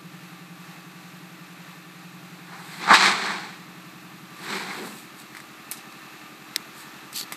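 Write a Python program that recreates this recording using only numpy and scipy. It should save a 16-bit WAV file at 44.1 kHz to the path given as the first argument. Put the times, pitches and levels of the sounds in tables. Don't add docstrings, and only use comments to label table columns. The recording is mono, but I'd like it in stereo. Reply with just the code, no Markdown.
import sys
import numpy as np
from scipy.fft import rfft, irfft, next_fast_len
from scipy.io import wavfile
from scipy.ndimage import map_coordinates

SR = 44100
rng = np.random.default_rng(int(sys.argv[2]) if len(sys.argv) > 2 else 0)


def put_to_file(sound):
    columns = np.atleast_2d(sound).T
    safe = np.clip(columns, -1, 1)
    whole_steps = np.round(safe * 32767)
    wavfile.write(sys.argv[1], SR, whole_steps.astype(np.int16))


N = 324576
TIME = np.arange(N) / SR


def amp(db):
    return 10 ** (np.asarray(db) / 20)


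def unit(x):
    return x / np.sqrt(np.mean(x ** 2) + 1e-20)


def along(points, hz):
    f, v = np.transpose(points)
    return np.interp(np.log(hz + 1), np.log(f + 1), v)


def shape(points):
    return lambda hz: amp(along(points, hz))


def wobble(rate):
    knots = rng.standard_normal(int(N * rate / SR) + 4)
    return map_coordinates(knots, [TIME * rate])


def filtered(x, response):
    n = x.shape[-1]
    padded = next_fast_len(n + 8192)
    spectrum = rfft(x, padded) * response(np.fft.rfftfreq(padded, 1 / SR))
    return irfft(spectrum, padded)[..., :n]


def resonances(modes, f, alternate=True):
    total = 0
    for k, (centre, width, db) in enumerate(modes):
        sign = (-1) ** (k * alternate)
        damping = 1j * f * width
        total = total + sign * amp(db) * damping / (centre * centre - f * f + damping)
    return total


def placed(pair, colour, side, pan):
    def mid_side(hz):
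        ratio = amp(along(side, hz))
        return colour(hz) * np.array([np.ones_like(hz), ratio]) / np.hypot(1, ratio)

    mid, sides = filtered(pair, mid_side)
    left_right = np.array([mid + sides, mid - sides])
    return unit(filtered(left_right, lambda hz: amp(np.outer([.5, -.5], along(pan, hz)))))


def friction(rate, grain_db):
    slips = (rng.random(N) < rate / SR) * rng.standard_normal((2, N))
    return rng.standard_normal((2, N)) + amp(grain_db) * unit(slips)


# (place in cycle [0-1], ring pitch [Hz], mean swell [s],
# mean level while booming [dB], mean level once rattling [dB])
EXHAUST_BEATS = [(-.105, 166.4, 0.00944, -40.5, -66), (-.075, 198, 0.00394, -51, -40.5),
                 (.061, 303.5, 0.00654, -59, -49), (.199, 167.5, 0.0097, -47, -75),
                 (.429, 319.4, 0.003, -54, -51), (.582, 301.1, 0.0061, -51, -50.5),
                 (.625, 191.9, 0.0048, -52, -51), (.787, 264.7, 0.00288, -69.5, -41.5)]
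# (multiple of the cycle rate, level while booming [dB], level once rattling [dB])
ENGINE_ORDERS = [(8, -80.5, -71), (12, -57.5, -63.5), (13, -65.5, -62.5), (16, -52.5, -80),
                 (19, -69.5, -66.5), (23, -71.5, -59), (27, -69.5, -61.5), (29, -60, -67.5),
                 (50.5, -69, -89), (67.62, -86, -68), (71.8, -65, -79), (98.9, -81, -61.5),
                 (117, -78.5, -60.5)]
# (time [s], level [dB])
BOOM_LEVEL = [(0, 3), (.35, 0.5), (1.1, 0), (1.45, 0), (1.75, -2), (2.1, 0.5)]
RATTLE_DB = -2
CHANGE_START_S, CHANGE_S = 2.02, 3.5
LENGTH_SCATTER, PITCH_SCATTER = 0.163, 0.006


def exhaust(cycles):
    change = np.pi / 2 * np.clip((TIME - CHANGE_START_S) / CHANGE_S, 0, 1)
    boom = amp(np.interp(TIME, *np.transpose(BOOM_LEVEL))) * np.cos(change)
    rattle = amp(RATTLE_DB) * np.sin(change)
    count = np.arange(-1, int(cycles[-1]) + 1)
    t = np.arange(SR // 5) / SR
    out = np.zeros(N + SR)
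    for place, hz, swell, boom_db, rattle_db in EXHAUST_BEATS:
        starts = np.interp(count + place, cycles, TIME, -1, -1)
        for s, (size, jitter, length, detune) in zip(starts, rng.standard_normal((len(count), 4))):
            if s > 0:
                age = t / (swell * np.exp(LENGTH_SCATTER * length))
                ring = age * np.exp(1 - age) * np.sin(2 * np.pi * hz * (1 + PITCH_SCATTER * detune) * t)
                i = int(np.clip((s + 0.000157 * jitter) * SR, 0, N - 1))
                level = boom[i] * amp(boom_db) + rattle[i] * amp(rattle_db)
                out[i:i + len(t)] += amp(0.93 * size) * level * ring
    beats = filtered(out[:N], lambda hz: 1 / np.sqrt(1 + (124 / (hz + 1)) ** 20))

    angle = 2 * np.pi * (cycles - EXHAUST_BEATS[0][0])
    hum = np.zeros(N)
    for k, boom_db, rattle_db in ENGINE_ORDERS:
        level = boom * amp(boom_db) + rattle * amp(rattle_db)
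        hum += level * amp(1.62 * wobble(5.0)) * np.sin(round(k) * angle)
    return (beats + hum) * amp([[.4], [-.4]])


# (frequency [Hz], level [dB])
CLATTER_COLOUR = [(260, -30.5), (450, -9.5), (620, -3.5), (800, 1), (980, 0), (1250, 1.5), (2000, -2.5),
                  (2600, -2), (3000, -9), (4000, -6.5), (5200, -14.5), (8000, -16), (9200, -22),
                  (13000, -20)]
# (resonance [Hz], width [Hz], level [dB])
COVER_MODES = [(782.9, 24.6, -6), (1087.6, 35, -6.5), (1167, 23.2, -6.5), (1310.3, 40, -6.5),
               (1781.8, 16.5, -2.5), (2613, 87, -5.5)]
# (frequency [Hz], level [dB])
RUMBLE_COLOUR = [(20, -16), (55, -19), (108, -23), (140, -2), (220, -1.5), (330, 4.5), (430, -0.5),
                 (520, -6.5), (800, -21), (1500, -56)]
# (frequency [Hz], side minus mid [dB])
YARD_SPREAD = [(60, -3), (120, 7), (230, -9), (460, 4), (920, 5), (1810, 1), (3580, -0.5), (7070, 0),
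               (14000, -4)]
# (frequency [Hz], left minus right [dB])
MICROPHONE_BALANCE = [(60, 1), (120, 12), (230, -3), (460, 1), (920, 1), (1810, 1.5), (3580, -1),
                      (7070, -7), (14000, 10.5)]
FIRINGS = 4
CLATTER_DB, RISE_START_S, RISE_DB_PER_S = -44.5, 3.54, 0.78


def clatter(cycles):
    pattern = rng.standard_normal((2, SR // 11))
    repeated = pattern[:, (cycles % 1 * pattern.shape[1]).astype(int)]

    def drive(repeat_db):
        return rng.standard_normal((2, N)) + amp(repeat_db) * repeated

    throb = amp(.5 * np.cos(2 * np.pi * cycles * FIRINGS) + 0.78 * wobble(7))
    wash = placed(drive(repeat_db=-7.5), shape(CLATTER_COLOUR), YARD_SPREAD, MICROPHONE_BALANCE)
    covers = placed(drive(repeat_db=-3.0), lambda hz: resonances(COVER_MODES, hz),
                    [(1000, 0.053)], MICROPHONE_BALANCE)
    rumble = placed(drive(repeat_db=-0.5), shape(RUMBLE_COLOUR), YARD_SPREAD, MICROPHONE_BALANCE)
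    level_db = CLATTER_DB + RISE_DB_PER_S * np.maximum(TIME - RISE_START_S, 0)
    throbbing = throb * (amp(0.6243) * wash + amp(-10.0 + 2.02 * wobble(3.058)) * covers)
    return amp(level_db) * (throbbing + amp(-10.0) * rumble)


# (time [s], mean pitch [Hz], mean level [dB])
FAN_TONE = [(0, 1167, -57.5), (2, 1160, -60), (4.1, 1173, -56), (5.5, 1192, -56.5), (7.3, 1192, -55.5)]
WHINE_WAVER_HZ, WHINE_FLICKER_DB = 5, 3


def whine():
    s, hz, db = np.transpose(FAN_TONE)
    pitch = np.interp(TIME, s, hz) + WHINE_WAVER_HZ * (wobble(3) + wobble(30))
    level = amp(np.interp(TIME, s, db) + WHINE_FLICKER_DB * wobble(12))
    return level * np.sin(2 * np.pi * np.cumsum(pitch) / SR) * amp([[.5], [-.5]])


HISS_DB = -60


def hiss():
    colour = shape([(4000, -20.5), (8000, -6.5), (9500, 1.5), (13000, -2)])
    return amp(HISS_DB) * placed(rng.standard_normal((2, N)), colour, YARD_SPREAD, MICROPHONE_BALANCE)


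def surge(crest, rise, fall):
    t = TIME - crest
    return np.exp(1 - np.hypot(1, t / np.where(t < 0, rise, fall)))


# (crest time [s], drag level [dB], rise [s], fall [s],
# body over drag [dB], bristle over drag [dB])
BRUSH_PUSHES = [(2.56, -42, 0.058, 0.111, -11.5, -6.5), (2.737, -50.5, .025, 0.0217, -11.5, 9),
                (2.822, -37.5, 0.0093, 0.058, -3.5, 2.5), (2.914, -9, 0.013, 0.019, -16.5, -11),
                (2.942, -18.5, 0.0042, 0.0179, -20, 8.5), (3.053, -19.5, 0.0614, 0.0423, -12, 3.5),
                (3.23, -30, 0.17, 0.1087, -7.5, 1.5), (3.278, -33, 0.031, 0.0405, -17, -7.5),
                (4.53, -33, 0.0485, 0.0632, -3.5, 2), (4.705, -36.5, 0.062, 0.0894, -5.5, 0),
                (4.8, -40, 0.0147, 0.055, 5.5, -11)]
# (frequency [Hz], level [dB])
BODY_COLOUR = [(30, -43.5), (100, -30.5), (150, -13), (195, 4), (260, -9.5), (365, 2.5), (450, -4.5),
               (600, -13), (1000, -60)]
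# (frequency [Hz], level [dB])
DRAG_COLOUR = [(100, -80), (400, -16.5), (560, -19.5), (680, -5.5), (800, 0), (1150, -2), (1550, -4),
               (2200, -10.5), (2900, -39), (6000, -60)]
# (frequency [Hz], level [dB])
BRISTLE_COLOUR = [(150, -69), (800, -14.5), (1600, -0.5), (2350, 0), (2900, -9), (4100, -2.5),
                  (5200, -12.5), (6700, -16.5), (8100, -13.5), (9200, -27.5), (12000, -28), (14000, -73)]
# (frequency [Hz], side minus mid [dB])
BRUSH_SPREAD = [(60, 7.5), (150, -30), (370, 0.5), (920, -1.5), (2270, -4.5), (5630, -2), (14000, 0)]
# (frequency [Hz], left minus right [dB])
BRUSH_BALANCE = [(60, 10), (150, 1), (370, 0.5), (920, 2.5), (2270, -1.5), (5630, -7), (14000, -3)]


def brushing():
    power = np.zeros((3, N))
    for s, db, rise, fall, body_db, bristle_db in BRUSH_PUSHES:
        gains = amp(db + np.array([body_db, 0, bristle_db]))
        power += np.outer(gains, surge(s, rise, fall)) ** 2
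    catch = unit(amp(0.73 * wobble(170) + 0.35 * wobble(21.797)))
    out = np.zeros((2, N))
    for gain, colour in zip(np.sqrt(power), (BODY_COLOUR, DRAG_COLOUR, BRISTLE_COLOUR)):
        rub = friction(rate=900, grain_db=-4.5)
        out += gain * placed(rub, shape(colour), BRUSH_SPREAD, BRUSH_BALANCE)
    return catch * out


# (crest time [s], level [dB], Gaussian length [s])
GRIP_SLIDES = [(2.724, -47, 0.11), (4.539, -43, 0.101), (4.771, -46.5, 0.0484), (4.868, -42.5, 0.027),
               (4.974, -44, 0.056), (5.2, -45.5, 0.026), (6.8, -43, 0.031)]
# (frequency [Hz], level [dB])
SKIN_COLOUR = [(1180, -45.5), (2000, -26), (2510, -12), (4060, -4.5), (4410, 3), (5230, -11), (7980, -7.5),
               (9240, -15.5), (12000, -7.5), (14000, -19.5)]
SCRAPE_S, SCRAPE_DB = 7.134, -29.5
SCRAPE_ATTACK_S, SCRAPE_HOLD_S, SCRAPE_RELEASE_S = 0.0263, 0.0367, 0.053


def finger():
    faint = sum(amp(db) * np.exp(-.5 * ((TIME - s) / length) ** 2) for s, db, length in GRIP_SLIDES)
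    slide_colour = shape([(1500, -15), (4200, 2.5), (6000, -7), (8000, 2.5), (9500, -4.5), (13000, -3.5)])
    slide = placed(friction(rate=310, grain_db=-6), slide_colour, [(1000, -2.2)], [(1000, 0)])
    rough = friction(rate=3500, grain_db=-3) * amp(1.62 * wobble(250))
    scrape = placed(rough, shape(SKIN_COLOUR), [(1000, -3.0)], [(4000, -1.5), (14000, 1)])
    corners = SCRAPE_S + np.cumsum([0, SCRAPE_ATTACK_S, SCRAPE_HOLD_S, SCRAPE_RELEASE_S])
    press = np.interp(TIME, corners, [0, 1, 1, 0])
    return faint * slide + amp(SCRAPE_DB) * press * scrape


# (start time [s], level [dB], ring pitch [Hz])
SLAPS = [(2.9074, -1.5, 1200), (2.912, -6.5, 1100), (2.9165, -6.5, 1142), (2.9234, -6.5, 1195),
         (2.9305, -3.5, 1030), (2.9391, -8, 1018)]
THUMP_SWELL_S = 0.001146


def thumps():
    out = np.zeros((2, N + SR))
    t = np.arange(SR // 20) / SR
    age = t / THUMP_SWELL_S
    for s, db, hz in SLAPS:
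        ring = np.sin(2 * np.pi * hz * (t + np.array([[.00007], [0]])))
        out[:, round(s * SR):][:, :len(t)] += amp(db) * age * np.exp(1 - age) * ring
    return out[:, :N] * amp([[.6], [-.6]])


# (start time [s], level [dB], left minus right [dB], colour centre [Hz],
# colour width [octaves], scuff level against the click [dB], scuff fall by 60 dB [s])
CASE_CLICKS = [(2.9364, -9.5, -4, 4200, 0.49, -21.5, 0.054), (2.9418, -14, -5.5, 4100, 0.41, -23, .05),
               (5.3499, -27.5, 0, 1410, 0.76, -14.5, 0.104), (5.3687, -25.5, -5.5, 1500, 0.86, -15, 0.18),
               (5.374, -33, -2, 6300, 0.76, -17, .02), (5.4025, -33.5, -5, 1500, 0.95, -9.5, 0.079),
               (5.7136, -11, 4.5, 13000, 0.85, -12.5, 0.0375), (5.7188, -10.5, -3, 8600, 1.5, -20.5, 0.158),
               (5.771, -32.5, 1, 5000, 0.5, -8, 0.175), (5.925, -30.5, 0, 4500, 0.73, -20, .03),
               (6.5615, 1, -5, 4830, 0.813, -33, 0.027), (6.5616, -36.5, -1, 307, 0.293, -16, 0.033),
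               (7.129, -29.5, -2, 4800, .9, -5, 0.046), (7.16, -21.5, 0, 4500, 1, -17.5, 0.021),
               (7.1757, -13.5, 6, 10900, 0.95, -21.5, .02), (7.1849, -19, -3.5, 4500, 0.66, -16, .02),
               (7.2012, -22.5, 1, 4600, 0.29, -17, .02), (7.2117, -14, 0, 4330, 0.51, -23, 0.022),
               (7.2302, -26.5, -1, 4600, 0.31, -11.5, .025), (7.3224, -13.5, 1, 2500, 1.78, -15.5, 0.096)]
# (resonance [Hz], width [Hz], level [dB])
CASE_MODES = [(2083, 343, 7.5), (3777, 810, 0.5), (4856, 272, -2.5), (6250, 790, -19.5), (7990, 490, 5),
              (9730, 550, -12.5)]
# (frequency [Hz], level [dB])
SHELL_COLOUR = [(40, -65), (100, -35.5), (350, -6), (1250, -5), (2800, -25), (6300, -16), (13000, -10)]


def clicks():
    out = np.zeros((2, N + SR))
    size = 8192
    t, hz = np.arange(size) / SR, np.fft.rfftfreq(size, 1 / SR)
    case = abs(resonances(CASE_MODES, hz, alternate=False)) + amp(along(SHELL_COLOUR, hz))
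    for s, db, pan_db, centre_hz, octaves, scuff_db, t60 in CASE_CLICKS:
        colour = case / (1 + (np.log2((hz + 1) / centre_hz) / octaves) ** 2)
        cepstrum = irfft(np.log(colour + 1e-5))
        cepstrum[1:size // 2] *= 2
        cepstrum[size // 2:] = 0
        snap = irfft(np.exp(rfft(cepstrum)))
        grit = unit(irfft(rfft(rng.standard_normal((2, size))) * colour ** 0.516))
        scuff = grit * (amp(-15.0 - 60 * t / 0.0108) + amp(scuff_db - 60 * t / t60))
        late_left = np.pad(snap, (2, 0))[:size]
        snaps = np.array([late_left, snap]) / abs(snap).max()
        gains = amp(db + pan_db * np.array([[.5], [-.5]]))
        out[:, round(s * SR):][:, :size] += gains * (snaps + scuff)

    def balance_and_low_cut(hz):
        balance = amp(np.outer([.5, -.5], along(MICROPHONE_BALANCE, hz)))
        return balance / np.sqrt(1 + (200 / (hz + 1)) ** 8)

    return filtered(out[:, :N], balance_and_low_cut)


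# (crest time [s], level [dB], Gaussian length [s], pitch at crest [Hz],
# fuzz rate, about the bandwidth [Hz], glide [octaves/s])
SINGING_RUBS = [(3.043, -28.5, 0.091, 1128, 200.2, 0), (3.277, -31.5, 0.0417, 1720, 329.9, -0.14),
                (3.411, -44.5, 0.055, 822, 130.2, 0), (4.711, -42.5, .035, 2096, 159.2, 0),
                (4.85, -42.5, .06, 245.2, 90.11, -3)]


def rubs():
    out = np.zeros((2, N))
    for s, db, length, hz, width_hz, glide in SINGING_RUBS:
        t = TIME - s
        pitch = hz * 2 ** (glide * np.clip(t, -2 * length, 2 * length))
        phase = 2 * np.pi * np.cumsum(pitch) / SR
        fuzz = unit(wobble(width_hz) * np.cos(phase) + wobble(width_hz) * np.sin(phase))
        out += amp(db) * np.exp(-.5 * (t / length) ** 2) * fuzz
    return out


CYCLE_HZ, FIRST_BEAT_S = 11.0, .057
WANDER_CYCLES, WANDER_PER_S = .025, 1.5


def scene():
    cycles = CYCLE_HZ * (TIME - FIRST_BEAT_S) + WANDER_CYCLES * wobble(WANDER_PER_S)
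    engine = exhaust(cycles) + clatter(cycles) + whine()
    handling = brushing() + finger() + thumps() + clicks() + rubs()
    return engine + hiss() + handling


TOP_HZ = 14200


def record(dry):
    rounded = dry / (1 + abs(dry) ** 6) ** (1 / 6)
    return filtered(rounded, lambda hz: (hz < TOP_HZ) / np.sqrt(1 + (66 / (hz + 1)) ** 10))


dry = scene()
out = record(dry)
put_to_file(out)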